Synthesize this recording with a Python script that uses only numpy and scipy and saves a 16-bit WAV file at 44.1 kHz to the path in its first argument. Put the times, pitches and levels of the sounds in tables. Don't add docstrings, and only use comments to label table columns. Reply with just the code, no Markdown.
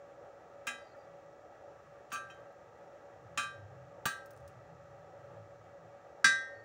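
import sys
import numpy as np
from scipy import signal
from scipy.fft import rfft, irfft, next_fast_len
from scipy.io import wavfile
from scipy.ndimage import uniform_filter1d, map_coordinates

SR = 44100
rng = np.random.default_rng(int(sys.argv[2]) if len(sys.argv) > 2 else 0)


def wrap_up_sound(samples):
    columns = np.atleast_2d(samples).T
    tamed = np.clip(columns, -1, 1)
    steps = np.round(tamed * 32767).astype(np.int16)
    wavfile.write(sys.argv[1], SR, steps)


def level_to_linear(level):
    exponent = np.asarray(level, float) / 20
    return 10 ** exponent


N = 292824
TOP_HZ = 15900


def along(points, hz):
    f, v = np.transpose(points)
    return np.interp(np.log(hz + 1), np.log(f + 1), v)


def wobble(rate):
    knots = rng.standard_normal(int(N * rate / SR) + 4)
    return map_coordinates(knots, [np.arange(N) * rate / SR])


def bump(s, half):
    return np.exp(-((np.arange(N, dtype=np.float32) / SR - s) / half) ** 2)


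def coloured(x, gain):
    m = next_fast_len(x.shape[-1] + 8192)
    return irfft(rfft(x, m) * gain(np.fft.rfftfreq(m, 1 / SR)), m)[..., :x.shape[-1]]


def rush(spectrum):
    below = [(1, -120), (spectrum[0][0] / 2, -90)]
    above = [(SR / 2, spectrum[-1][1] - 20)]
    points = below + spectrum + above
    x = coloured(rng.standard_normal(N), lambda hz: level_to_linear(along(points, hz)))
    return x / x.std()


def add(track, s, sound):
    part = track[round(s * SR):][:len(sound)]
    part += sound[:len(part)]


def dying(hz, t60, t):
    return np.exp(np.outer(2j * np.pi * hz - np.log(1000) / t60, t)).astype(np.complex64)


def paired(hz, t60, t):
    offset = rng.choice([-1, 1], len(hz)) * rng.uniform(3.0, 12.0, len(hz))
    return dying(hz, t60, t) + level_to_linear(-44.0) * dying(hz + offset, 1.2 * t60, t)


def ringing(modes, db):
    strength = level_to_linear(db) * np.exp(2j * np.pi * rng.random(len(db)))
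    return (strength.astype(np.complex64) @ modes).real


# f/Hz, level/dB per Hz
MACHINE_AIR = [(150, -53), (250, -18), (268, -23.5), (313, -13), (371, -14), (531, -6.5), (555, -3),
               (681, -11), (750, -6.5), (987, -19.5), (1150, -37.5), (1500, -45), (2530, -120)]
# f/Hz, level/dB per Hz
DUCT_SPECTRUM = [(30, -13), (60, 0), (200, -4), (1000, -42), (1120, 1.5), (1300, 1), (1520, -8),
                 (1650, -5.5), (1950, -7.5), (2120, -16), (2700, -15), (2970, -22), (3200, -19.5),
                 (4100, -30)]
# f/Hz, level/dB per Hz
HISS_SPECTRUM = [(3500, 1.5), (4300, 3), (4700, -1.5), (5000, 2), (5850, 5.5), (6300, 3), (7250, 3),
                 (7700, -2), (8500, -13.5), (13000, -28), (14000, -20), (14700, -9.5), (15300, -7),
                 (15800, -11)]
# f/Hz, level/dB
MOTOR_LINES = [(1292, -76), (1615, -80), (1696, -82.5), (1943, -82), (2266, -87.5)]
# t/s, level/dB
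TONE_SWELLS = [(0.02, -50), (0.2, -59), (0.33, -53.5), (0.57, -51), (0.78, -55), (0.87, -65), (0.99, -54),
               (1.13, -51), (1.23, -61), (1.39, -61), (1.52, -58.5), (1.65, -55), (1.76, -58), (1.94, -55),
               (2.04, -62), (2.18, -52.5), (2.28, -54.0), (2.4, -59.0), (2.49, -56), (2.6, -58.0),
               (2.76, -63), (2.85, -55.0), (2.94, -53), (3.07, -54), (3.16, -53.5), (3.35, -56.5),
               (3.57, -49.5), (3.76, -56.0), (3.88, -55.0), (4.03, -58), (4.15, -71), (4.27, -52),
               (4.45, -51.5), (4.62, -53.5), (4.78, -55), (4.9, -60), (5.0, -57.0), (5.17, -60),
               (5.26, -58.5), (5.38, -49.5), (5.53, -54.5), (5.75, -52.5), (5.93, -51.5), (6.1, -54.5),
               (6.25, -58), (6.38, -53), (6.51, -49), (6.62, -61)]


def workshop():
    air = level_to_linear(-57 + 0.67 * wobble(2.7) + 1.16 * wobble(12)) * rush(MACHINE_AIR)
    duct = level_to_linear(-64.5 + 0.25 * wobble(2.5) + 0.81 * wobble(15)) * rush(DUCT_SPECTRUM)
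    hiss = level_to_linear(-80.5 + 0.21 * wobble(3.06)) * rush(HISS_SPECTRUM)
    steady_db, swell_half_s = -64, 0.056
    swell = level_to_linear(steady_db) + sum(level_to_linear(db - 4.5) * bump(s, swell_half_s) for s, db in TONE_SWELLS)
    tone_hz = 566.8 + 0.7 * wobble(15)
    tone = swell * level_to_linear(1.2 * wobble(22)) * np.sin(2 * np.pi * np.cumsum(tone_hz) / SR)
    whine = np.zeros(N)
    for line_hz, db in MOTOR_LINES:
        whine += level_to_linear(db + 3.5 + 1.9 * wobble(8.1)) * np.sin(2 * np.pi * line_hz * np.arange(N) / SR)
    return air + duct + tone + whine + hiss


# t/s, level/dB
ENGINE_NEARNESS = [(0, -75.5), (3.1, -73), (3.3, -59.5), (3.42, -62), (3.55, -67), (3.75, -63.5),
                   (5.45, -64), (5.7, -68.5), (6.64, -76)]
# f/Hz, level/dB per Hz
ENGINE_LOW = [(60, -21.5), (85, -6.5), (98, -12.5), (108, -1.5), (118, -17), (200, -59)]
# f/Hz, level/dB per Hz
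ENGINE_HIGH = [(100, -31), (118, -4), (130, 3), (146, -17), (163, 2), (180, -13), (300, -74)]
# t/s, half width/s, f/Hz, level/dB
SHED_BOOMS = [(1.13, 0.092, 160, -65.5), (1.87, 0.11, 157.6, -67.5), (2.43, 0.048, 121.4, -68),
              (3.28, 0.045, 112.7, -57), (3.5, 0.037, 109, -60), (3.62, 0.069, 106, -50),
              (3.93, 0.063, 105.6, -62), (4.42, 0.06, 124.6, -57.5), (4.6, 0.042, 115.2, -54.5),
              (4.92, 0.082, 131.2, -62), (5.4, 0.074, 107.6, -53), (5.87, 0.054, 113.5, -59.5),
              (6.33, .02, 105, -61), (6.38, .02, 100, -63), (6.621, 0.071, 110, -68)]


def engine():
    s, db = np.transpose(ENGINE_NEARNESS)
    near_db = np.interp(np.arange(N) / SR, s, db)
    low = level_to_linear(near_db - 2 + 2.5 * wobble(6)) * rush(ENGINE_LOW)
    high = level_to_linear(near_db - 0.5 + 2.5 * wobble(6)) * rush(ENGINE_HIGH)
    drift = np.cumsum(1 + 0.0312 * wobble(11)) / SR
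    booms = np.zeros(N)
    for s, half, hz, db in SHED_BOOMS:
        booms += level_to_linear(db + 1.0) * bump(s, half) * np.sin(2 * np.pi * hz * drift)
    return low + high + booms


# t/s, length/s, start f/Hz, end f/Hz, level/dB
BIRD_CHIRPS = [
    (.77, 0.17, 4800, 4690, -76),
    (.95, 0.11, 4730, 4750, -81),
    (6.52, 0.13, 4450, 4440, -80),
    (.85, .11, 4290, 4230, -83),
]


def chirps():
    out = np.zeros(N)
    for s, length, from_hz, to_hz, db in BIRD_CHIRPS:
        u = np.linspace(0, 1, round(length * SR))
        hz = from_hz + (to_hz - from_hz) * u + 35 * np.sin(2 * np.pi * 30 * length * u)
        husky = 1.3 + uniform_filter1d(rng.standard_normal(len(u)), size=450) * 15
        whistle = np.sin(2 * np.pi * np.cumsum(hz) / SR)
        add(out, s, level_to_linear(db) * np.sin(np.pi * u) ** .5 * husky * whistle)
    return out


# f/Hz, t60/s
SHED_DECAY = [(300, 0.44), (2000, 0.34), (6000, 0.4), (14000, 0.072)]


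def shed(x):
    hz, t, z = signal.stft(rng.standard_normal(SR // 2), SR, nperseg=256)
    dying_noise = z * level_to_linear(-60 * t / along(SHED_DECAY, hz)[:, None])
    tail = signal.istft(dying_noise, SR, nperseg=256)[1]
    delayed = np.pad(x, (300, 0))
    return signal.fftconvolve(delayed, tail / np.linalg.norm(tail))[:N]


# t/s, level/dB, depth/dB, t60/s
FLOOR_THUDS = [
    (0.672, -56.5, -3, 0.15),
    (2.125, -56, -1.5, 0.12),
    (3.375, -51.5, -1, 0.13),
    (4.057, -37.5, 3, 0.059),
    (6.244, -44, 4, 0.055),
]
# f/Hz, level/dB, share of depth, relative t60
FLOOR_MODES = [(129.4, -0.5, 0.8, 1.1), (185, 0, 2, 0.84), (246, -3.5, -2, 2.76), (294, -5.5, -1.5, 0.92),
               (697, -3.5, -2.3, 2), (837, -1, -1.4, 2.06)]
# f/Hz, level/dB per Hz
PUFF_SPECTRUM = [(60, -22), (150, -3), (450, -2), (900, 4), (1400, -40)]


def thuds():
    out, t = np.zeros(N), np.arange(SR // 5) / SR
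    hz, level_db, share, lasting = np.transpose(FLOOR_MODES)
    for s, db, depth_db, t60 in FLOOR_THUDS:
        push = ringing(dying(hz, lasting * t60, t), db + level_db + share * depth_db)
        puff = coloured(rng.standard_normal(len(t)), lambda f: level_to_linear(along(PUFF_SPECTRUM, f)))
        puff_db = db - 1.5 + 0.52 * depth_db - 60 * t / 0.05
        puff = puff / puff.std() * level_to_linear(puff_db)
        add(out, s, (1 - np.exp(-t / 0.0014)) * (push + puff))
    return out


# t/s, peak level/dB, lower part/dB
FLAKE_LANDINGS = [(0.9677, -67, -14), (0.9844, -72, -10), (2.2882, -76, 2), (2.3082, -65, -6),
                  (2.3461, -74, 1), (2.4039, -78, 4), (2.5237, -71, -7), (4.2593, -49, -9),
                  (4.307, -47, -11.5), (4.3126, -61, -5), (4.3334, -60, -5), (4.3644, -67, 3),
                  (4.3745, -61.5, 0), (4.4016, -68, -2), (4.408, -71, -4), (4.4274, -79, -3),
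                  (4.478, -53, -1.5)]
# t/s, peak level/dB, lower part/dB
SLAG_CRACKS = [
    (0.6695, -37, -12),
    (2.1255, -37, -11),
    (3.375, -52, -14),
    (4.059, -23, -40),
]


def flakes():
    out, t = np.zeros(N), np.arange(SR // 20) / SR
    decay = level_to_linear(-60 * t / 0.013) + 0.26 * level_to_linear(-60 * t / 0.085)
    for s, db, lower_db in FLAKE_LANDINGS + SLAG_CRACKS:
        spectrum = [(1500, lower_db - 30), (3000, lower_db - 10), (5000, lower_db), (9000, lower_db),
                    (12500, -14.0), (15000, -4.0)]
        tick = coloured(rng.standard_normal(len(t)), lambda f: level_to_linear(along(spectrum, f)))
        add(out, s, level_to_linear(db + 2.5) * tick * decay)
    return out


# t/s, f/Hz
SINGLE_NOTES = [(.6695, 2788), (.669, 6712), (.67, 2164), (.67, 2271), (.67, 5534), (.68, 6400),
                (.946, 1800), (.946, 1400), (2.119, 6730), (2.158, 2632), (2.127, 1581), (2.125, 3012),
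                (2.2994, 2962), (2.5, 3977), (2.2994, 6850), (2.2994, 9800), (3.375, 6760), (3.375, 2260),
                (3.375, 2788), (3.375, 4774), (3.43, 6780), (3.376, 940), (4.056, 1175), (4.056, 3692),
                (4.056, 6944), (4.058, 940), (4.058, 160), (6.35, 3374), (6.244, 3379), (6.244, 5640),
                (6.244, 1130), (6.244, 1630), (6.244, 2783), (6.4, 4613), (6.245, 940), (6.245, 155),
                (6.245, 245), (6.245, 200), (.67, 940), (2.158, 2501), (2.2994, 2501), (2.2994, 3135),
                (6.245, 305)]
# level/dB, t60/s
SINGLE_DECAYS = [(-44, .12), (-42, .06), (-52, .13), (-54, .12), (-56, .12), (-51, .1), (-59, .08),
                 (-57, .09), (-50, .06), (-50, .15), (-37, .72), (-60, .25), (-72, .25), (-85, .3),
                 (-70, .15), (-85, .15), (-36, .06), (-46, .09), (-47, .12), (-52, .12), (-52, .05),
                 (-51, .09), (-29, .13), (-50, .12), (-52, .12), (-40, .09), (-42, .08), (-55, .4),
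                 (-30, .11), (-27.5, .063), (-37, .11), (-22, .11), (-42, .12), (-70, .4), (-41, .09),
                 (-35, .08), (-37, .11), (-37, .06), (-50, .09), (-45, .1), (-61, .2), (-62, .33),
                 (-42, .05)]


def single_notes():
    out, t = np.zeros(N), np.arange(SR // 2) / SR
    for (s, hz), (db, t60) in zip(SINGLE_NOTES, SINGLE_DECAYS):
        rising = 1 - np.exp(-t / (0.019 * t60))
        add(out, s, rising * level_to_linear(db - 60 * t / t60) * np.sin(2 * np.pi * hz * t))
    return out


PLATE_NOTES = [1177, 1312, 1415, 1581, 1624, 1687, 1846, 1881, 2001, 2076, 2376, 2501, 2627, 2703, 2962,
               3135, 3379, 3493, 3855, 3977, 4180, 4324, 4413, 4613, 5118, 5423, 5659, 5767, 5912, 6147]
# t60/s, crest level/dB, half-waves, shift/half-waves
PLATE_WAVES = [(0.31, -13, 7.42, 0.832), (0.48, -20, 7.36, 0.841), (0.35, -29, 6.1, 0.95),
               (0.45, -17.5, 9.29, 0.64), (0.28, -18.5, 8.02, 0.38), (0.25, -27.5, 11, 0.87),
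               (0.93, -33.5, 9.36, 0.5), (0.47, -36, 3.08, 0.6), (0.5, -27, 9.42, 0.34),
               (0.12, -28.5, 5.37, 0.37), (0.25, -28, 0.97, 0.72), (0.27, -22, 6.74, 0.473),
               (0.25, -28, 7.31, 0.96), (0.15, -26.5, 7.02, 0.17), (0.28, -37, 1.47, 0.14),
               (0.36, -26, 6.45, 0.668), (0.2, -32, 1.92, 0.19), (0.29, -34.5, 3.18, 0.29),
               (0.39, -29.5, 3.6, 0.89), (0.34, -33, 6.12, 0.03), (0.33, -41, 2.26, 0.36),
               (0.3, -37.5, 1.71, 0.27), (0.74, -58.6, 7.19, 0.75), (0.19, -24.5, 9.04, 0.576),
               (0.21, -30.5, 1.87, 0.11), (0.46, -39.5, 8.1, 0.49), (0.15, -27.5, 3.58, 0.92),
               (0.43, -49, 6.01, 0.61), (0.29, -31.5, 1.52, 0.39), (0.32, -36, 1.68, 0.3)]
HAMMER_NOTES = [6372, 6613, 6916, 7193, 7362, 7633, 7900, 8084, 8334, 8811, 8992, 9202, 9335, 9485, 9798,
                10294, 10870, 11000, 11460, 12690, 14300, 14376, 14560, 15008, 15230, 15348, 15500, 15640]
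# t60/s, crest level/dB, half-waves, shift/half-waves
HAMMER_WAVES = [(0.23, -29.5, 8.2, 0.83), (0.14, -34.4, 8.56, 0.82), (0.27, -37.2, 8.14, 0.37),
                (0.31, -32, 6.34, 0.59), (0.14, -31, 6.2, 1), (0.19, -36.5, 3.1, 0.78),
                (0.16, -34, 9.2, 0.5), (0.32, -38.0, 3.44, 0.09), (0.23, -37, 6.8, 0.83),
                (0.24, -27.5, 7.53, 0.7), (0.25, -33.5, 9.36, 0.13), (0.29, -41, 7.85, 0.53),
                (0.18, -53, 9.6, 0.49), (0.29, -47, 3.2, 0.92), (0.19, -36.6, 7.17, 0.96),
                (0.27, -46.5, 2.83, 0.89), (0.12, -50, 10, 0.74), (0.2, -38.5, 7.57, 0.75),
                (0.19, -61, 4.85, 0.46), (0.18, -64, 3.43, 0.29), (0.13, -42.7, 3.7, 0.1),
                (0.15, -42.7, 8.6, 0.76), (0.09, -37.3, 3.67, 0.21), (0.3, -54.5, 3.89, 0.05),
                (0.13, -44.2, 8.5, 0.77), (0.23, -39, 3.81, 0.08), (0.13, -38, 3.73, 0.17),
                (0.11, -45, 0.9, 0.77)]
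HANDLE_NOTES = [3370, 11890, 12630, 13170, 13810]
# t60/s, crest level/dB, half-waves, shift/half-waves
HANDLE_WAVES = [(0.27, -53, 1.1, 0.22), (0.15, -50, 8.2, 0.06), (0.28, -54, 3.8, 0.07),
                (0.12, -55.0, 2.74, 0.98), (0.12, -49, 4.05, 0.88)]
FED_NOTES = [1581, 2001, 3855]
# feed/per s, t60/s, level/dB
FED_DECAYS = [(12, .38, -2.5), (12, 0.35, -1), (20, .27, -1.8)]


def clear_modes(t):
    hz = np.array(PLATE_NOTES + HAMMER_NOTES + HANDLE_NOTES)
    t60, crest_db, waves, shift = np.transpose(PLATE_WAVES + HAMMER_WAVES + HANDLE_WAVES)
    fed = [PLATE_NOTES.index(note) for note in FED_NOTES]
    feed, t60[fed], fed_db = np.transpose(FED_DECAYS)
    tones = paired(hz, t60, t)
    tones[fed] *= level_to_linear(fed_db)[:, None] * (1 + np.outer(feed, t))
    return hz, crest_db, waves, shift, tones


STRUCK_PLACES = [.1, .126, .653, .754, .9]
SLAG_NOTES = [
    [1177, 4413, 4613, 6147, 2076, 1881, 7900, 9335, 9485, 5423, 1415, 6613, 2703, 7362, 6916],
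    [1581, 1846, 2703, 3135, 5118, 5423, 6147, 8334, 9202, 4413, 6613, 2376, 2627, 3855, 7900, 8811, 3493,
     1312, 1881, 2001, 2076, 3977, 1687, 4613],
    [1415, 1881, 2001, 2501, 3379, 5118, 6147, 8084, 7633, 3135, 6372, 8334, 9485, 7900, 2376, 5659, 4613,
     2627, 8811, 5912],
    [1177, 1415, 1624, 2501, 5659, 6147, 6372, 1687, 1581, 5912, 1881, 2001, 9485, 2627, 3135, 4413],
    [1177, 1415, 1581, 2376, 2962, 3135, 4324, 5423, 6372, 6613, 7193, 7633, 8811, 10294, 4613, 8992, 7900,
     7362, 11890, 5118, 1312, 2001, 1881, 1624, 3379, 3370, 4413, 5659],
]
SLAG_CHANGES = [
    [-2, 6, -11, -24, 3, 1.5, 8, 23, 2, 0, 5, 2, 3, -4, -1],
    [-30, -3, -12, -22, -9, 8, 11, 3, -8, 4, 6, -2, -3, -3.5, -6, -3, -10, -1.5, -11, -8, -9, -8, 0, -4],
    [1, -10, 12, 2, -15, 0, -1, -8, 2, -1.5, -5, 1, -2, 14, 4, -1, 4, -5, 1.5, -6],
    [-13, -10, 5.5, 1, 1, -2, -4.5, -1, 0.5, 0, 2.5, 0.5, 2, 0, -5, -1],
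    [6.5, -28, 0, 2, 0, -9, -3, 1, -13, 10, 0.5, 4, 5, -12, -0.5, 0.5, -11.5, -4, -13, 0, 1, 0.5, 2, -5.5,
     -10, -10, -1, -5],
]


def strength_at(spot, hz, crest_db, waves, shift):
    slag_db = (hz[:, None] == SLAG_NOTES[spot]) @ np.array(SLAG_CHANGES[spot])
    motion = np.abs(np.cos(np.pi * (waves * STRUCK_PLACES[spot] + shift)))
    return slag_db + crest_db + 20 * np.log10(motion + 0.02)


def crackle(colour, t):
    noise = coloured(rng.standard_normal(len(t)), lambda f: level_to_linear(colour(f)))
    return noise * (level_to_linear(28.0 - 60 * t / 0.036) + level_to_linear(22.0 - 60 * t / 0.11))


# t/s, spot, ring level/dB, rise/s, crunch level/dB
HAMMER_BLOWS = [
    (0.6689, 0.5, -15.5, 0.0025, -49),
    (2.103, 3.5, -38.5, .01, -73),
    (2.1247, 1, -16.5, 0.0079, -63),
    (3.3742, 2, -12.5, 0.0039, -42.5),
    (3.43, 2.5, -27.5, .002, -68),
    (4.0544, 3, -9.5, 0.0013, -43),
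    (6.2432, 4, 0.4, 0.0009, -37),
]
# t/s, ring level/dB, rise/s, crunch level/dB
TIP_TAPS = [
    (2.1178, 8.5, 0.0032, -55),
    (2.158, 6, 0.0017, -59),
    (2.299, 1, 0.0021, -73),
]
# f/Hz, level/dB, t60/s
TIP_MODES = [(1416, -74, .48), (1624, -63, .18), (1689, -73, .34), (2081, -73, .14), (2376, -75, .18),
             (2502, -62, .13), (2629, -55, .094), (2706, -72, .1), (3135, -59, .11), (3854, -70, .36),
             (5658, -63.5, .13), (6372, -73, .24), (7193, -74, .29)]
# f/Hz, level/dB per mode
CRUNCH_SPECTRUM = [(350, -58), (1070, -17.5), (1200, -6.5), (1650, -8.5), (2100, -20.5), (2600, -10),
                   (4300, -23.5), (5000, -23), (6000, -21.5), (9000, -23.5), (11000, -38.5), (13000, -46),
                   (15000, -34), (16000, -32)]
# f/Hz, t60/s
CRUNCH_T60 = [(700, 0.17), (1500, 0.21), (4000, 0.22), (9000, 0.22), (15000, 0.18)]
SPOT_TILTS = [0, 9, -0.4, -1, -0.8]


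def blows():
    t = np.arange(SR * 2 // 5) / SR
    hz, crest_db, waves, shift, clear = clear_modes(t)
    low_notes, low_lag = 10, 1.9
    contacts = []
    for s, spot, db, rise, crunch_db in HAMMER_BLOWS:
        spot = round(spot)
        mode_db = db + strength_at(spot, hz, crest_db, waves, shift)
        low = ringing(clear[:low_notes], mode_db[:low_notes])
        high = ringing(clear[low_notes:], mode_db[low_notes:])
        contacts.append((s, low, high, rise, crunch_db, SPOT_TILTS[spot]))
    tip_hz, tip_db, tip_t60 = np.transpose(TIP_MODES)
    tip = paired(tip_hz, tip_t60, t)
    for s, db, rise, crunch_db in TIP_TAPS:
        contacts.append((s, 0, ringing(tip, db + tip_db), rise, crunch_db, -5))

    short = t[:len(t) * 2 // 3]
    fade = np.cos(np.pi / 2 * short / short[-1])
    minor_hz = 700 + (TOP_HZ - 700) * rng.random(size=360) ** 1.5
    crowding_db = 6 * np.log10(minor_hz / 5000)
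    minor_t60 = along(CRUNCH_T60, minor_hz) * np.exp(0.3 * rng.standard_normal(minor_hz.shape))
    minor = dying(minor_hz, minor_t60, short)
    ring, crunch = np.zeros(N), np.zeros(N)
    for s, low, high, rise, crunch_db, tilt in contacts:
        colour = lambda f: along(CRUNCH_SPECTRUM, f) + tilt * np.log2(np.maximum(f, 600) / 4000)
        rising = 1 - np.exp(-t / abs(rise))
        add(ring, s, rising ** low_lag * low + rising * high)
        uneven_db = 3 * rng.standard_normal(minor_hz.shape) - 1.5
        rattle = ringing(minor, colour(minor_hz) + crowding_db + uneven_db)
        crack = (1 - np.exp(-short / 0.00071)) * crackle(colour, short)
        add(crunch, s, level_to_linear(crunch_db) * fade * (rising[:len(short)] * rattle + crack))
    return ring, crunch


def scene():
    ring, crunch = blows()
    grit = crunch + flakes() + single_notes()
    room = shed(level_to_linear(-14) * grit + level_to_linear(-20) * ring)
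    background = workshop() + engine() + chirps()
    return (background + room + thuds() + grit + ring)[None]


def band_limit(x):
    return signal.sosfilt(signal.butter(12, 16650, fs=SR, output="sos"), x)


def record(dry):
    def response(hz):
        bass_cut = 1 + (45 / (hz + 1)) ** 3
        return np.clip((TOP_HZ - hz) / 200, 0, 1) / bass_cut
    return band_limit(coloured(dry, response))


dry = scene()
out = record(dry)
wrap_up_sound(out)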